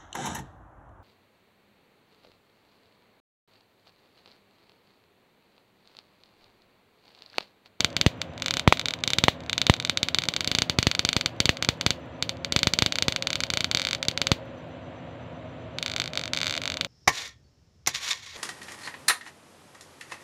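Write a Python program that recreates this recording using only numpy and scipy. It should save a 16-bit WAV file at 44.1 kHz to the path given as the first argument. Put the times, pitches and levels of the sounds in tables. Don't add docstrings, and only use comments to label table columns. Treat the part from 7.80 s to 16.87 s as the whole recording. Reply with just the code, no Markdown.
import sys
import numpy as np
from scipy import signal
from scipy.fft import rfft, irfft
from scipy.io import wavfile

SR = 44100
rng = np.random.default_rng(int(sys.argv[2]) if len(sys.argv) > 2 else 0)


def wrap_up_sound(samples):
    columns = np.atleast_2d(samples).T
    tamed = np.clip(columns, -1, 1)
    steps = np.round(tamed * 32767).astype(np.int16)
    wavfile.write(sys.argv[1], SR, steps)


N = 399987
SIZE = 16384

# frequency in Hz, relative level in dB.
ROOM_NOISE = [(25, -46), (50, -30.5), (80, -5), (165, -9.5), (205, -14), (330, -11), (410, -19.5),
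              (470, -13), (700, -12.5), (820, -21), (960, -18.5), (1150, -22.5), (3000, -29.5),
              (3800, -34.5), (5200, -51), (8000, -57), (9500, -72)]
# pitch in Hz, level in dB.
FAN_TONES = [(85, -76.5), (119, -53.5), (162, -52), (254, -51.5)]
# time in seconds, then the levels of the
# lower and the upper pitch in dB.
DRONE_LEVELS = [(0, -51.5, -57), (3, -54.5, -65), (5, -47.5, -52), (5.5, -47.5, -50), (7.15, -46.5, -57),
                (7.45, -55, -51.5), (9.07, -49.5, -48.5)]
# frequency in Hz, relative level in dB.
CRACK_COLOUR = [(40, -55), (400, -8.5), (850, 0), (1150, -1), (2200, 10), (3700, 11), (5000, 5.5),
                (6500, 3), (7800, -1.5), (9000, -17.5), (12000, -24.5), (15300, -50)]
# centre in Hz, width in Hz,
# boost or cut in dB.
FRAME_PEAKS = [(1425, 530, 7.5), (1863, 280, -7), (2410, 940, 4.5), (2656, 132, -10), (3042, 347, -3),
               (3620, 120, 7), (3886, 220, 4.5), (4580, 640, 7), (5550, 160, -11), (6320, 830, 4),
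               (6980, 110, -11), (8340, 81, -26), (8690, 190, 7.5), (9690, 380, 12), (10850, 560, -8.5),
               (11240, 230, 14.5), (13400, 800, 25), (15140, 710, 12)]
# centre in Hz, width in Hz.
SMEAR_BANDS = [(1865, 380), (4170, 5500), (3060, 600), (5760, 650), (7120, 640), (9280, 680), (12200, 2000)]
# pitch in Hz, seconds to fade by 60 dB, energy in dB.
GRID_TONES = [(2297, 0.089, -24), (3032, 0.05, -19.5), (3257, 0.018, -21), (3140, .05, -38),
              (3556, 0.041, -29.5), (3950, 0.06, -19.5), (4410, 0.066, -22), (7610, 0.022, -28)]
# frequency in Hz, relative level in dB.
ECHO_COLOUR = [(40, -24), (700, -12), (1200, -12), (2400, -0.5), (3500, 3.5), (4550, -2), (5150, -11),
               (6400, -11.5), (7500, -16), (9000, -23), (11000, -27), (13000, -24), (15300, -23)]
# delay in seconds, relative level in dB.
NEAR_ECHOES = [(.0026, -23), (.0061, -25), (.0072, -22.5), (0.0211, -35)]
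# centre in Hz, width in Hz.
RACKET_RINGS = [(3830, 550), (4500, 390)]
# time in seconds, then the boost or
# cut of the lower and the upper resonance in dB.
RING_BOOSTS = [(0, -1.5, 2.5), (.5, -1.5, -2), (1, 2, -4.5), (2.2, 3.5, 0.8), (3, -3.5, 3.5),
               (4.6, -1.5, 3), (9, 0, 1.5)]
# start in seconds, end in seconds, recharge time in seconds,
# relative energy in dB.
SPUTTER_SPELLS = [(0.103, .13, 0.025, -23), (0.578, .65, 0.02, -16.5), (.972, 1.015, .021, -8),
                  (1.605, 1.68, 0.027, -23), (1.965, 2.085, 0.028, -14), (2.42, 2.465, 0.02, -9),
                  (2.538, 2.67, 0.044, -4), (3.77, 3.812, 0.035, -9), (5.972, 6.16, 0.016, -15),
                  (6.228, 6.32, 0.024, -10), (8.062, 8.294, .02, -9), (8.334, 8.49, 0.02, -9),
                  (8.535, 8.78, 0.015, -6.5), (8.817, 8.985, .022, -7)]
# start in seconds, relative energy in dB.
LOUD_SPARKS = [(0.0057, 6.5), (0.0458, 8), (0.166, 6), (0.2126, 7.0), (0.4162, -0.5), (0.6216, -0.5),
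               (0.6605, 2.5), (0.6823, 0.5), (0.7083, 2.5), (0.739, 3), (0.7694, 5), (0.7954, 2),
               (0.9952, 0), (1.057, 0.5), (1.0844, 0), (1.1073, -4), (1.1372, -2), (1.2375, 1.5),
               (1.2765, 5.5), (1.3034, 3.5), (1.3337, 5.0), (1.3851, 8.5), (1.6962, -2), (1.7301, 2),
               (1.7794, 3.5), (1.816, 4.5), (1.867, 4.5), (1.9389, 1), (1.9998, -3.5), (2.0494, 1),
               (2.0963, 6.0), (2.1731, 3), (2.2303, 7.5), (2.2856, 1), (2.346, 5.5), (2.386, 5.5),
               (2.437, -1.5), (2.4865, 6), (2.5639, 3.0), (2.607, 4), (2.6751, 7), (2.7152, 6.5), (2.75, 7),
               (2.7861, 7.5), (2.82, 7.5), (2.897, 8), (3.028, 6), (3.114, 1.5), (3.1501, -0.5),
               (3.1931, 7), (3.25, 7.5), (3.2895, 6), (3.3298, 2.5), (3.4107, 0), (3.4598, 6), (3.6029, 10),
               (3.656, 9.0), (3.8249, 4.5), (3.8475, -0.5), (4.011, 3), (4.1057, 8), (4.425, 4.5),
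               (4.4932, 2.5), (4.6468, -1), (4.7229, 6.5), (4.7905, 3.5), (4.8312, 7.0), (4.9362, 7),
               (4.9883, 7.5), (5.0617, 8), (5.1229, 1.5), (5.1561, 0.5), (5.1856, 2.0), (5.2236, 6.5),
               (5.323, -1), (5.3615, 2.5), (5.4238, -0.5), (5.4711, 1), (5.5037, 0.0), (5.5303, 0),
               (5.5555, 3.0), (5.6043, 2.5), (5.6361, 3.5), (5.7022, 2.5), (5.737, 5.5), (5.7724, 5.5),
               (5.8064, 4.5), (5.844, 4), (5.9135, 4.5), (5.9481, 6.5), (5.972, 3), (5.9964, -1),
               (6.0174, 1), (6.0501, 0.5), (6.07, -0.5), (6.0872, -2.5), (6.11, -2), (6.1306, 1),
               (6.1488, -1), (6.228, -0.5), (6.284, 8), (6.3755, -1), (6.4161, 6), (6.4695, 4.0),
               (7.9853, -3.5), (8.027, 1), (8.0614, -1), (8.1628, -0.5), (8.1994, 2), (8.2179, -4.5),
               (8.3742, 1.5), (8.5342, 2.5), (8.573, -0.5), (8.6144, -1.5), (8.631, -0.5), (8.668, -0.5),
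               (8.6795, -1.5), (8.7085, -1.5), (8.7769, -1), (8.8556, -2.5), (8.8766, -3), (8.9002, -4.5),
               (8.9705, -4), (9.0104, 3.5), (9.0471, -2)]
# start in seconds,
# relative crack energy in dB, # strength of the microphone overload, strength of the blast, blast length in
# seconds.
HARD_SPARKS = [(0.2637, 4.5, 1.57, 0.59, 0.00037), (0.8766, -11, 1.9, 1.35, .00089),
               (0.925, -2, 0.055, 1.84, 0.00086), (1.4387, 9, .68, 0.09, 0.001),
               (1.483, -3, 0.54, 1.46, 0.00095), (1.8977, 5, 1.8, 0.96, .001),
               (2.987, 7.5, 0.85, 0.11, .0006), (3.0692, 7.5, 0.94, .45, .00038),
               (3.3654, 6, 0.58, 0.08, 0.00076), (3.6927, 6, 0.71, 0.97, 0.0004),
               (3.8885, 8.5, 0.62, 0.065, 0.00085), (4.0637, 8.5, 0.6, 0.073, 0.00087),
               (4.7626, 8.5, 0.56, 0.052, 0.00065), (4.871, 8, .67, 0.074, 0.00091),
               (5.0223, 8, 0.62, 0.11, 0.00097), (5.2824, 6, 0.48, 0.052, 0.00093),
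               (6.5168, 7, 0.95, .25, 0.00071)]


def undb(db):
    return 10 ** (np.asarray(db) / 20)


def unit(x):
    return x / np.sqrt(np.sum(x ** 2))


def fall(t60):
    return np.exp(-np.log(1000) * np.arange(SIZE) / SR / t60)


def band(hz, centre, width):
    return 1 / (1 + (2 * (hz - centre) / width) ** 2)


def contour(points, hz):
    at, db = np.transpose(points)
    return np.interp(np.log(hz + 1), np.log(at), db)


def curves(table):
    times, *columns = np.transpose(table)
    return [np.interp(np.arange(N) / SR, times, column) for column in columns]


def click(db):
    cepstrum = irfft(np.log(undb(db)))
    cepstrum[1:SIZE // 2] *= 2
    cepstrum[SIZE // 2 + 1:] = 0
    return irfft(np.exp(rfft(cepstrum)))


def add(track, start_s, sound):
    i = max(int(start_s * SR), 0)
    track[i:i + len(sound)] += sound[:max(N - i, 0)]


def play(times, gains, sound):
    impulses = np.zeros(N)
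    np.add.at(impulses, np.clip((times * SR).astype(int), 0, N - 1), gains)
    return signal.fftconvolve(impulses, sound)[:N]


def noise(gain):
    x = irfft(rfft(rng.standard_normal(N)) * gain, N)
    return x / x.std()


def hum(pitch_hz, wobble_hz=5):
    drift = noise(band(np.fft.rfftfreq(N, 1 / SR), 0, wobble_hz))
    return np.sqrt(2) * np.sin(2 * np.pi * pitch_hz * np.arange(N) / SR + drift)


def background(air_db=-42.5, drone_hz=(546, 630), hiss_db=-81):
    hz = np.fft.rfftfreq(N, 1 / SR)
    air = undb(air_db) * noise(undb(contour(ROOM_NOISE, hz)))
    fan = sum(undb(db) * hum(pitch) for pitch, db in FAN_TONES)
    drone = sum(undb(db) * noise(band(hz, pitch, width=38))
                for db, pitch in zip(curves(DRONE_LEVELS), drone_hz))
    hiss = undb(hiss_db) * noise(band(hz, centre=7200, width=350))
    return air + fan + drone + hiss


def chirp(pitch_hz=6020, width_hz=180, peak_db=-73, throb_hz=7.8):
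    throb = np.cos(np.pi * throb_hz * np.arange(N) / SR) ** 2
    return undb(peak_db) * throb * noise(band(np.fft.rfftfreq(N, 1 / SR), pitch_hz, width_hz))


def smear(sound):
    hz = np.fft.rfftfreq(SIZE, 1 / SR)
    poles = np.prod([centre ** 2 - hz ** 2 + 1j * hz * width for centre, width in SMEAR_BANDS], axis=0)
    return irfft(rfft(sound) * poles.conj() / poles)


def surroundings(scatter_db=-17, scatter_t60=0.02, room_db=-14.5, room_t60=0.17, room_delay_s=0.003):
    t = np.arange(SIZE) / SR
    colour = unit(smear(click(contour(ECHO_COLOUR, np.fft.rfftfreq(SIZE, 1 / SR)))))
    scatter, room = rng.standard_normal((2, SIZE))
    paths = undb(scatter_db) * unit(scatter * fall(scatter_t60) * (t > .001))
    paths += undb(room_db) * unit(room * fall(room_t60) * (t > room_delay_s))
    for delay, db in NEAR_ECHOES:
        paths[int(delay * SR)] += undb(db)
    return signal.fftconvolve(paths, colour)[:SIZE]


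def thump(overload, release_s=0.0014, rise_s=0.0003, slowing_s=0.0019, bass_hz=88, q=0.83, leak_hz=50):
    t = np.arange(SIZE) / SR
    offset = -np.exp(-t / release_s) * (1 - np.exp(-t / (rise_s + slowing_s * overload ** 2)))
    s = 1j * np.fft.rfftfreq(SIZE, 1 / SR)
    bass_cut = s ** 2 / (s ** 2 + s * bass_hz / q + bass_hz ** 2) * s / (s + leak_hz)
    swing = irfft(rfft(offset) * bass_cut)
    return 0.34 * overload * swing / np.abs(swing).max()


def spark_thumps(knee_db=6.5, steepness=2.28, max_gain=2.3, lag_s=0.00036):
    times, db = np.transpose(LOUD_SPARKS)
    gains = np.minimum(undb(steepness * (db - knee_db)), max_gain)
    return play(times + lag_s, gains, thump(overload=0.23))


def grid_ring():
    t = np.arange(SIZE) / SR
    return sum(undb(db) * unit(np.sin(2 * np.pi * hz * t) * fall(t60)) for hz, t60, db in GRID_TONES)


def crack():
    hz = np.fft.rfftfreq(SIZE, 1 / SR)
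    peaks_db = sum(db * band(hz, centre, width) for centre, width, db in FRAME_PEAKS)
    return unit(smear(click(contour(CRACK_COLOUR, hz) + peaks_db)))


def leakage(direct, quietest_db=-38, spread_db=6, linger_s=0.2):
    times = np.transpose(LOUD_SPARKS)[0]
    wait, chance = rng.random((len(times), 2)).T
    db = quietest_db - spread_db * np.log(np.maximum(chance, .02))
    return play(times + linger_s * wait, undb(db), direct)


def sputter(jitter=.14, spread_db=0.5):
    loud_times = np.transpose(LOUD_SPARKS)[0]
    rows = []
    for when, end, recharge, db in SPUTTER_SPELLS:
        for wait, weakness in rng.standard_normal(size=(32, 2)):
            nearest = loud_times[np.argmin(np.abs(loud_times - when))]
            if abs(nearest - when) < recharge / 2:
                when = nearest
            elif when < end:
                rows.append((when, db - spread_db * weakness))
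            when += recharge * np.exp(jitter * wait)
    return rows


def sparks(direct, arc_db=-12, sway_hz=0.836, dulling=0.56, neutral_db=1.0, dullest_db=3):
    times, db = np.transpose(list(LOUD_SPARKS) + sputter())
    gains = undb(db)
    out = play(times, gains, direct + grid_ring())
    mids = irfft(rfft(direct) * band(np.fft.rfftfreq(SIZE, 1 / SR), centre=1900, width=2000))
    boost_db = np.minimum(dulling * (neutral_db - db), dullest_db)
    out += play(times, gains * (undb(boost_db) - 1), mids[:SIZE // 2])
    for pattern in range(3):
        share = (1 + np.cos(2 * np.pi * (sway_hz * times + pattern / 3))) / 3
        out += play(times, gains * share, surroundings())
    arcs = np.zeros(N)
    fade = unit(np.exp(-np.linspace(0, np.pi, SIZE // 512)))
    for when, gain, path in zip(times, gains, rng.standard_normal(size=(256, len(fade)))):
        add(arcs, when, gain * undb(arc_db) * path * fade)
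    return out + signal.fftconvolve(arcs, direct)[:N]


def blast(length_s, front_s=.000085, suction=0.41, rear=0.64, port_hz=2700, width_hz=700, port_db=-2):
    t = np.arange(SIZE // 32) / SR - 2 * front_s
    hz = np.fft.rfftfreq(SIZE // 32, 1 / SR)
    shocks = np.exp(-(t / front_s) ** 2) + rear * np.exp(-((t - length_s) / front_s) ** 2)
    wave = shocks - suction * np.sqrt(np.abs(np.sin(np.pi * np.clip(t / length_s, 0, 1))))
    port = 1j * hz * width_hz / (port_hz ** 2 - hz ** 2 + 1j * hz * width_hz)
    return wave + undb(port_db) * irfft(rfft(wave) * port)


def snaps(direct, echo_db=8, echo_db_per_blast=1.0, lead_s=0.00023):
    times, db, overloads, strengths, lengths = np.transpose(HARD_SPARKS)
    out = play(times, undb(db), direct + grid_ring())
    echo_gains = undb(echo_db + echo_db_per_blast * strengths)
    out += play(times, echo_gains, surroundings(scatter_db=-10.5, room_t60=0.16))
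    for when, overload, strength, length_s in zip(times, overloads, strengths, lengths):
        add(out, when, thump(overload))
        add(out, when - lead_s, strength * blast(length_s))
    return out


def swatter():
    direct = crack()
    out = sparks(direct) + snaps(direct) + leakage(direct)
    hz, spectrum = np.fft.rfftfreq(N, 1 / SR), rfft(out)
    rings = sum((undb(db) - 1) * irfft(spectrum * band(hz, centre, width), N)
                for db, (centre, width) in zip(curves(RING_BOOSTS), RACKET_RINGS))
    return out + rings + spark_thumps()


def scene():
    return (swatter() + background() + chirp())[None]


def record(dry):
    rounded = dry / (1 + dry ** 6) ** (1 / 6)
    treble_cut = signal.ellip(10, .2, 85, 15600, fs=SR, output="sos")
    return signal.sosfilt(treble_cut, rounded)


dry = scene()
out = record(dry)
wrap_up_sound(out)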